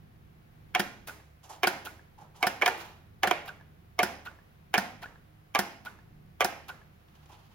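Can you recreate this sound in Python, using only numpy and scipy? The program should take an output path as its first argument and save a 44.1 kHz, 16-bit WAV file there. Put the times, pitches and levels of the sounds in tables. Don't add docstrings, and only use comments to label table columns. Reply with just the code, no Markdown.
import sys
import numpy as np
from scipy import signal
from scipy.fft import rfft, irfft, next_fast_len
from scipy.io import wavfile
from scipy.ndimage import map_coordinates

SR = 44100
rng = np.random.default_rng(int(sys.argv[2]) if len(sys.argv) > 2 else 0)


def store_wav(level_fs):
    pcm = np.round(np.clip(np.atleast_2d(level_fs), -1, 1) * 32767)
    wavfile.write(sys.argv[1], SR, pcm.T.astype(np.int16))


def nominal_scale(level):
    x = np.asarray(level, float) / 20
    return 10 ** x


N = 332514

# start in seconds, peak in dB, casting tone in dB,
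# brightness in dB, bounce strength in dB.
LINKAGE_THROWS = [
    (1.6326, -13.5, -4.5, 1, 0.5),
    (2.428, -14.5, -0.5, 6, -2),
    (3.2331, -14.5, 0, 3.5, -1.5),
    (3.9908, -14.5, 2, 4, -1.5),
    (4.7404, -12.5, -6.5, -2, -1),
    (5.5496, -14.5, 0, 5, 0),
    (6.4069, -14, -2, 0.5, -2.5),
]
ASKEW_THROWS = [
    (.751, -15, -3, -2, 1),
    (2.6226, -16.5, 1, -8, 3.5),
    (2.6613, -13.5, -1.5, 3, -3.5),
    (3.3116, -13, -1.5, -2.5, -8.5),
]
# delay in seconds, level under the blow in dB, casting tone in dB,
# brightness in dB, chatter t60 in seconds.
THROW_BOUNCES = [
    (.0036, -15, -3.5, -0.5, 0.029),
    (.0072, -3.5, 2.5, -1, 0.016),
    (.011, -7, 1.5, 1, .05),
    (.0148, -6, 11, -4, 0.044),
]
ASKEW_BOUNCES = [
    (-.0021, -3, -12.5, 1.7, .015),
    (.0048, -10.5, 4, 0.2, .05),
    (.0085, -6, 7, 2, .04),
]
# frequency in Hz, width in Hz, level in dB.
LINKAGE_MODES = [(358, 59, -9), (456.5, 41, -7.5), (725, 55.5, 2.5), (1178, 29, -5), (1743, 190, -2),
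                 (1713, 940, -6.5), (2243, 214, 2), (2433, 470, -1.5), (2597, 345, -3.5), (3083, 120, -7.5),
                 (3637, 300, -13), (5540, 1400, -23.5), (7400, 600, -24), (10600, 7700, -28)]

# start in seconds, peak in dB, casting tone in dB, brightness in dB,
# rebound in dB.
PLUNGER_SLAMS = [
    (.7971, -17, -3.5, -3, 6.5),
    (1.6731, -14, 4, -3, -6.5),
    (2.4697, -14, 3, 0.5, -1.5),
    (2.6789, -14, 3.5, -7.5, -1),
    (3.2741, -16.5, -4.5, -7, 2),
    (4.0319, -14, 0, -0.5, -4.5),
    (4.7804, -11.5, 4.5, -3.5, -2.5),
    (5.5914, -13.5, 3, -1, 1),
    (6.4471, -14, 6, 2, -2),
]
# start in seconds, level in dB, tone in dB, brightness in dB, t60 in seconds.
CONTACT_GRAZE = (2.6150, -23, -8, -4, .02)
PLUNGER_REBOUND = [
    (.0056, -7.5, -6.5, 0.92, .03),
]
# frequency in Hz, width in Hz, level in dB.
PLUNGER_MODES = [(361, 29, -5.5), (734, 70, -2), (950, 55, -6), (1471, 99, -0.5), (1780, 110, -2.5),
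                 (2160, 400, -14.5), (3156, 280, -9), (3890, 860, -14.5), (5200, 230, -10.5),
                 (5770, 260, -16), (10550, 630, -24), (10830, 1200, -33.5), (12700, 9600, -20.5)]
# rod peak in dB, rod frequency in Hz, jolt of the engine block in dB.
ROD_AND_BLOCK = [
    (-42, 4760, -33),
    (-25, 4850, -35),
    (-32, 5180, -35),
    (-40, 5070, -50),
    (-34, 4650, -35),
    (-30, 5250, -35),
    (-31, 5180, -30),
    (-26, 5120, -34),
    (-28, 5250, -37),
]

# start in seconds, scrape in dB, travel in seconds, landing in dB,
# spring ring in dB.
SPRING_RELEASES = [
    (1.073, -33, 0.012, -39.5, -6.5),
    (1.851, -34.5, 0.0094, -36, -8),
    (3.457, -41.5, .024, -35.5, -8.5),
    (4.252, -42, .009, -38, -4),
    (5.018, -44, .014, -37, -12),
    (5.85, -41, .011, -36, -6),
    (6.683, -40, 0.0079, -36, -5.5),
]
HALF_SLIP = (2.778, -36, -4.5, 12, .2)
SPRING_SETTLE = [
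    (.0095, 2.5, 14, -7.5, 0.029),
    (.022, -8, 13, -6, .04),
]
# frequency in Hz, width in Hz, level in dB.
SCRAPE_MODES = [(973, 2400, -5.5), (2180, 170, -1), (4525, 11000, -10.5), (7790, 1700, -5.5),
                (12500, 11000, -3.5)]
SPRING_MODES = [(752, 190, -8.5), (963, 470, -12.5), (1462, 61, 0), (1620, 70, -13), (2470, 330, -16),
                (3630, 1200, -18.5), (4660, 1800, -22.5), (7160, 3400, -35), (12800, 1700, -27)]
# start in seconds, peak in dB, tone in dB.
LINK_TICKS = [(1.1999, -50.5, 3), (1.9938, -48.5, 14), (3.599, -53, 14), (3.6105, -48, -1),
              (4.3148, -48, -2.5), (4.3881, -50, 4), (5.0268, -39, 12), (5.0584, -39, 7),
              (5.1575, -48.5, 6), (5.9889, -48.5, 0), (6.7445, -48.5, 2), (6.8153, -50.5, 5)]
# frequency in Hz, width in Hz, level in dB.
LINK_MODES = [(800, 280, -4.5), (1702, 64, 2), (3400, 2000, -19.5), (6000, 2300, -41.5)]

# start in seconds, peak in dB, hollow knock in dB, rubbing t60 in seconds.
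HAND_TOUCHES = [(1.441, -45, -8.5, 0.39), (1.502, -40, -0.5, 0.72), (1.531, -47, -16.5, 0.6),
                (2.187, -46.5, 1.2, .2), (2.215, -47.5, -3, .24), (2.353, -53, -5, 0.14),
                (2.365, -46, -13, 0.32), (2.413, -42.5, 4, 0.1), (2.72, -40, 6, .24),
                (7.298, -48.5, -2, 0.29), (7.324, -53, -18, 0.26)]
# start in seconds, peak in dB.
NAIL_TAPS = [
    (7.084, -61),
    (7.153, -56),
    (7.258, -57),
]
# frequency in Hz, width in Hz, level in dB.
SWITCH_MODES = [(330, 38, -20.5), (785, 85, -3.5), (892, 110, -2), (1287, 490, -18.5), (3006, 900, -23.5),
                (6300, 3300, -23.5), (12000, 4400, -28.5)]
# loudest moment in seconds, level in dB, rise in dB per second, fall in dB per second.
SLEEVE_MOVES = [
    (2.807, -41.5, 201.5, 148),
    (7.35, -62.5, 30, 11.5),
]
# frequency in Hz, density in dB per Hz.
CLOTH_SPECTRUM = [(470, -21.5), (800, -2.5), (1180, -3.5), (1960, -9.5), (2940, -7), (8850, -23),
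                  (15000, -20.5)]

# frequency in Hz, left minus right in dB.
PORT_LEAN = [(60, -4), (92, 1), (140, 9.5), (210, -5), (330, -1.5), (500, -2), (770, -2.5), (1170, -2.5),
             (1790, -0.5), (2740, -4), (4190, -5), (6410, -11), (9810, 9.5), (15000, 0)]
# frequency in Hz, left lead in radians.
PORT_LEAD = [(300, 0.61), (1900, 0.64), (3400, 1), (4500, 0.99), (6500, 2.4), (8300, 0.59), (10000, 2.1),
             (15000, 0.82)]
# frequency in Hz, t60 in seconds.
ROOM_T60 = [(120, 0.99), (400, 0.56), (1000, 0.47), (3000, 0.55), (8000, 0.45), (14000, 0.38)]
# frequency in Hz, level in dB.
ROOM_TONE = [(100, -5.5), (300, 9), (1000, 8.5), (3000, -0.5), (8000, -0.5), (15000, 0)]
# frequency in Hz, left-right likeness from -1 to 1.
ROOM_ALIKE = [(100, 0.99), (500, 0.95), (2000, 0), (5000, 0.45)]
AIR_LIKENESS = [(60, 0.39), (180, 0.97), (550, -0.31), (1650, -0.2), (4970, 0.17), (15000, -0.65)]

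# time in seconds, load in dB.
MACHINE_LOAD = [(0.0, -60.5), (0.31, -67.5), (1.97, -60.5), (2.31, -68), (4.37, -58.5), (4.41, -67.5),
                (6.07, -70), (6.13, -78.5), (6.4, -59.5), (7.54, -71.5)]
# frequency in Hz, wander in Hz, level in dB.
MACHINE_TONES = [(74.7, 4, -4), (102, .4, -3.5), (150.7, .4, -5.5), (311, .5, -19)]
TONE_FOLLOWS_LOAD = [0.82, .1, -0.2, -.8]
# frequency in Hz, density in dB per Hz.
RUMBLE_SPECTRUM = [(12, -44.5), (20, -7.5), (48, -6.5), (92, -8), (156, -4.5), (240, -12), (264, -18.5),
                   (412, -13.5), (491, -29.5), (900, -34.5), (1170, -63), (1980, -120)]
HISS_SPECTRUM = [(290, -27.5), (500, -4.5), (595, -10), (709, -5), (908, -11), (1130, -10.5), (1380, -12),
                 (1510, -11.5), (2270, -15), (2480, -16), (7170, -30), (14800, -21.5), (16200, -18)]
# frequency in Hz, left minus right in dB.
RUMBLE_LEAN = [(60, -2.5), (240, -1.5), (950, -3.5), (3770, 1.5), (15000, -1)]
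# centre in Hz, width in Hz, depth from 0 to 1.
BODY_DIP = (8400, 924, 0.64)

HALF_DIFFERENCE = np.array([[0.5], [-0.5]])
JOLT_LEAD_S = 0.0012


def unit(x):
    return x / np.sqrt(np.mean(x ** 2) + 1e-20)


def along(points, hz):
    f, v = np.transpose(points)
    return np.interp(np.log(hz + 1), np.log(f + 1), v)


def wobble(rate):
    knots = rng.standard_normal(int(N * rate / SR) + 4)
    return map_coordinates(knots, [np.arange(N) * rate / SR])


def filtered(x, response):
    n = x.shape[-1]
    m = next_fast_len(n + 8192)
    return irfft(rfft(x, m) * response(np.fft.rfftfreq(m, 1 / SR)), m)[..., :n]


def spread(pair, alike, colour):
    def mix(hz):
        angle = np.arccos(np.clip(along(alike, hz), -1, 1)) / 2
        return colour(hz) * [np.cos(angle), np.sin(angle)]
    mid, side = filtered(pair, mix)
    return np.array([mid + side, mid - side])


def strikes(events, modes, tone_hz, lead_s, lead_db, chatter_db, crack_db, rattle_db, spike_db, wall_db, blur,
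            span=0.6):
    out, ahead, size = np.zeros((3, N + SR)), 441, 8192
    t, f = (np.arange(size) - ahead) / SR, np.fft.rfftfreq(size, 1 / SR)
    hz, width, db = np.transpose(modes)[:, :, None]
    mode_hz, mode_db = hz[:, 0], db[:, 0]
    sign = (-1) ** np.arange(len(modes))
    tuned = 1j * f * width / (hz * hz - f * f + 1j * f * width)
    blurred = np.abs(f * width / (hz * hz - f * f + 1j * blur * f * width)) ** 2
    treble = 1 / (1 + (4000 / (f + 1)) ** 4)
    delay = np.exp(-2j * np.pi * f * ahead / SR)
    blow = delay * nominal_scale(crack_db * treble)
    share = np.clip(0.53 * f / (f + 350) + 0.26 * treble, 0, 1)
    near = np.exp(-(np.log(mode_hz / tone_hz) / span) ** 2)
    upper = np.clip(np.log2(mode_hz / 2400), 0, 1)
    hardest = max(row[1] for row in events)
    for s, peak_db, tone_db, bright_db, t60 in events:
        grains = unit(rng.standard_normal((3, size)) * nominal_scale(spike_db * rng.standard_normal(size)))
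        lead_in = nominal_scale(lead_db) * np.exp(t / lead_s)
        decay = nominal_scale(chatter_db - 60 * np.abs(t) / np.clip(t60, 0.004, 0.25))
        shared, *own = rfft(grains * np.where(t < 0, lead_in, decay))
        chatter = np.sqrt(1 - share ** 2) * shared + share * np.array(own)
        chatter = chatter * nominal_scale(rattle_db * treble)
        dull_db = bright_db + 1.1 * (peak_db - hardest)
        scatter_db = rng.normal(0, 0.99, len(modes))
        gain = sign * nominal_scale(mode_db + scatter_db + tone_db * near + dull_db * upper)
        aspect = nominal_scale(0.41 * rng.standard_normal((2, len(modes))))
        ring = irfft((blow + chatter) * ((gain * aspect) @ tuned), size)
        ring *= nominal_scale(peak_db + 3) / np.max(np.abs(ring.mean(0)))
        wall = irfft(delay * nominal_scale(rattle_db * treble * 1.4) * np.sqrt(gain ** 2 @ blurred), size)
        wall *= nominal_scale(wall_db) * np.linalg.norm(ring[0]) / np.linalg.norm(wall)
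        out[:, round(s * SR) - ahead:][:, :size] += np.vstack([ring, wall[None]])
    return out[:, :N]


def bouncing(events, t60, rule):
    rows = []
    for s, db, tone_db, bright_db, after_db in events:
        rows.append((s, db, tone_db, bright_db, t60))
        for delay, less_db, hollow_db, edge_db, rest in rule:
            rows.append((s + delay, db + after_db + less_db, tone_db + hollow_db, bright_db + edge_db, rest))
    return rows


def linkage():
    t60 = 0.033
    throws = bouncing(LINKAGE_THROWS, t60, THROW_BOUNCES) + bouncing(ASKEW_THROWS, t60, ASKEW_BOUNCES)
    return strikes(throws, LINKAGE_MODES, tone_hz=730, lead_s=0.0046, lead_db=-36.5, chatter_db=-18,
                   crack_db=-1.5, rattle_db=-6.5, spike_db=2, wall_db=-12.5, blur=2.5)


def plunger():
    slams = bouncing(PLUNGER_SLAMS, 0.065, PLUNGER_REBOUND) + [CONTACT_GRAZE]
    return strikes(slams, PLUNGER_MODES, tone_hz=753, lead_s=0.0017, lead_db=-22, chatter_db=-27.5,
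                   crack_db=-21.5, rattle_db=5.5, spike_db=3.5, wall_db=-14, blur=2.5)


def one_tone(s, db, hz, width, wall_db):
    return strikes([(s, db, 0, 0, 0.02)], [(hz, width, 0)], tone_hz=hz, lead_s=0.0012, lead_db=-40,
                   chatter_db=-20, crack_db=-4.5, rattle_db=-2, spike_db=-2, wall_db=wall_db, blur=2.5)


def rod_and_block():
    out = np.zeros((3, N))
    for slam, (rod_db, rod_hz, jolt_db) in zip(PLUNGER_SLAMS, ROD_AND_BLOCK):
        s = slam[0] - JOLT_LEAD_S
        out += one_tone(s, rod_db - 2, rod_hz, 170, wall_db=-7.5)
        out += one_tone(s, jolt_db + 1.5, 199, 24, wall_db=-14.5)
    return out


def scrape():
    slides = [(s, db, 0, -2, 0.11) for s, db, *_ in SPRING_RELEASES] + [HALF_SLIP]
    return strikes(slides, SCRAPE_MODES, tone_hz=1500, lead_s=0.0023, lead_db=-6, chatter_db=1.5,
                   crack_db=1, rattle_db=-4, spike_db=7.5, wall_db=-2.5, blur=2.5)


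def return_spring():
    bright_db = 2.5
    rests = [(s + travel, db, ring_db, bright_db, 0) for s, _, travel, db, ring_db in SPRING_RELEASES]
    landings = bouncing(rests, 0.045, SPRING_SETTLE)
    return strikes(landings, SPRING_MODES, tone_hz=1467, lead_s=0.0037, lead_db=-9, chatter_db=-9.5,
                   crack_db=-4.5, rattle_db=-4, spike_db=2.5, wall_db=-16.5, blur=15, span=0.12)


def slack_link():
    ticks = [(*row, 0, 0.024) for row in LINK_TICKS]
    return strikes(ticks, LINK_MODES, tone_hz=1730, lead_s=0.00086, lead_db=-25, chatter_db=-20.5,
                   crack_db=-14.5, rattle_db=-5.5, spike_db=1.5, wall_db=-12, blur=5)


def hand():
    touches = [(s, db, knock_db, 3, t60) for s, db, knock_db, t60 in HAND_TOUCHES]
    return strikes(touches, SWITCH_MODES, tone_hz=854, lead_s=0.0091, lead_db=-8, chatter_db=-9,
                   crack_db=4.1, rattle_db=-5.5, spike_db=5, wall_db=-10, blur=5.7)


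def fingernail():
    taps = [(s, db, -23, -8, 0.042) for s, db in NAIL_TAPS]
    return strikes(taps, SWITCH_MODES, tone_hz=854, lead_s=0.001, lead_db=-19, chatter_db=-7,
                   crack_db=0, rattle_db=-8, spike_db=2.5, wall_db=-12.5, blur=4.5)


def sleeve():
    t, level = np.arange(N) / SR, np.zeros(N)
    for s, db, rise, fall in SLEEVE_MOVES:
        level += nominal_scale(db - np.where(t < s, rise * (s - t), fall * (t - s)))
    cloth = unit(filtered(rng.standard_normal((3, N)), lambda hz: nominal_scale(along(CLOTH_SPECTRUM, hz))))
    return nominal_scale([[-4], [-4], [-12]]) * level * nominal_scale(2.5 * wobble(55)) * cloth


def shop(x):
    out, step = np.zeros((2, N + 2 * SR)), SR // 2
    for start in range(0, N, step):
        hz, t, z = signal.stft(rng.standard_normal((2, 3 * SR // 4)), SR, nperseg=256)
        decay = nominal_scale(-60 * t / along(ROOM_T60, hz)[:, None])
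        tail = signal.istft(z * decay, SR, nperseg=256)[1]
        tail *= 1 - np.exp(-np.arange(tail.shape[1]) / SR / 0.0023)
        tail = spread(tail / np.linalg.norm(tail[0]), ROOM_ALIKE, lambda f: nominal_scale(along(ROOM_TONE, f)))
        wet = signal.fftconvolve(x[None, start:start + step], tail, axes=1)
        out[:, start:start + wet.shape[1]] += wet
    return out[:, :N]


def ports(x):
    def response(hz):
        phase = HALF_DIFFERENCE * along(PORT_LEAD, hz)
        return nominal_scale(HALF_DIFFERENCE * along(PORT_LEAN, hz)) * np.exp(1j * phase)
    return filtered(x, response)


def far_machine():
    load_db = np.interp(np.arange(N) / SR, *np.transpose(MACHINE_LOAD))
    load_db = load_db - load_db.mean()
    hum = np.zeros(N)
    for (hz, wander_hz, db), slope in zip(MACHINE_TONES, TONE_FOLLOWS_LOAD):
        phase = 2 * np.pi * np.cumsum(hz + wander_hz * wobble(4)) / SR
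        tone = np.sqrt(2) * np.sin(phase) * nominal_scale(2.7 * wobble(7.3))
        hum += tone * nominal_scale(-62 + db + slope * load_db)
    return hum * nominal_scale([[-1.2], [1.2]])


def rumble():
    low = spread(rng.standard_normal((2, N)), AIR_LIKENESS,
                 lambda hz: nominal_scale(along(RUMBLE_SPECTRUM, hz)) / (1 + (hz / 500) ** 4))
    leaned = filtered(low, lambda hz: nominal_scale(HALF_DIFFERENCE * along(RUMBLE_LEAN, hz)))
    return unit(leaned) * nominal_scale(-60 + 2 * wobble(2.3))


def hiss():
    high = spread(rng.standard_normal((2, N)), AIR_LIKENESS, lambda hz: nominal_scale(along(HISS_SPECTRUM, hz)))
    return unit(high) * nominal_scale(-64 + wobble(3.3) / 2)


def scene():
    engine = linkage() + plunger() + rod_and_block() + scrape() + return_spring() + slack_link()
    contacts = engine + hand() + fingernail() + sleeve()
    direct, to_walls = contacts[:2], contacts[2]
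    return ports(direct + shop(to_walls)) + far_machine() + rumble() + hiss()


def roll_off(x):
    return signal.sosfilt(signal.butter(12, 16980, fs=SR, output="sos"), x)


def record(dry):
    centre_hz, width_hz, depth = BODY_DIP

    def response(hz):
        dip = 1 - depth / (1 + ((hz - centre_hz) / width_hz * 2) ** 2)
        return dip * np.where(hz < 15850, 1, nominal_scale(-25)) * (hz < 16900)
    mix = filtered(dry, response)
    return roll_off(mix)


dry = scene()
out = record(dry)
store_wav(out)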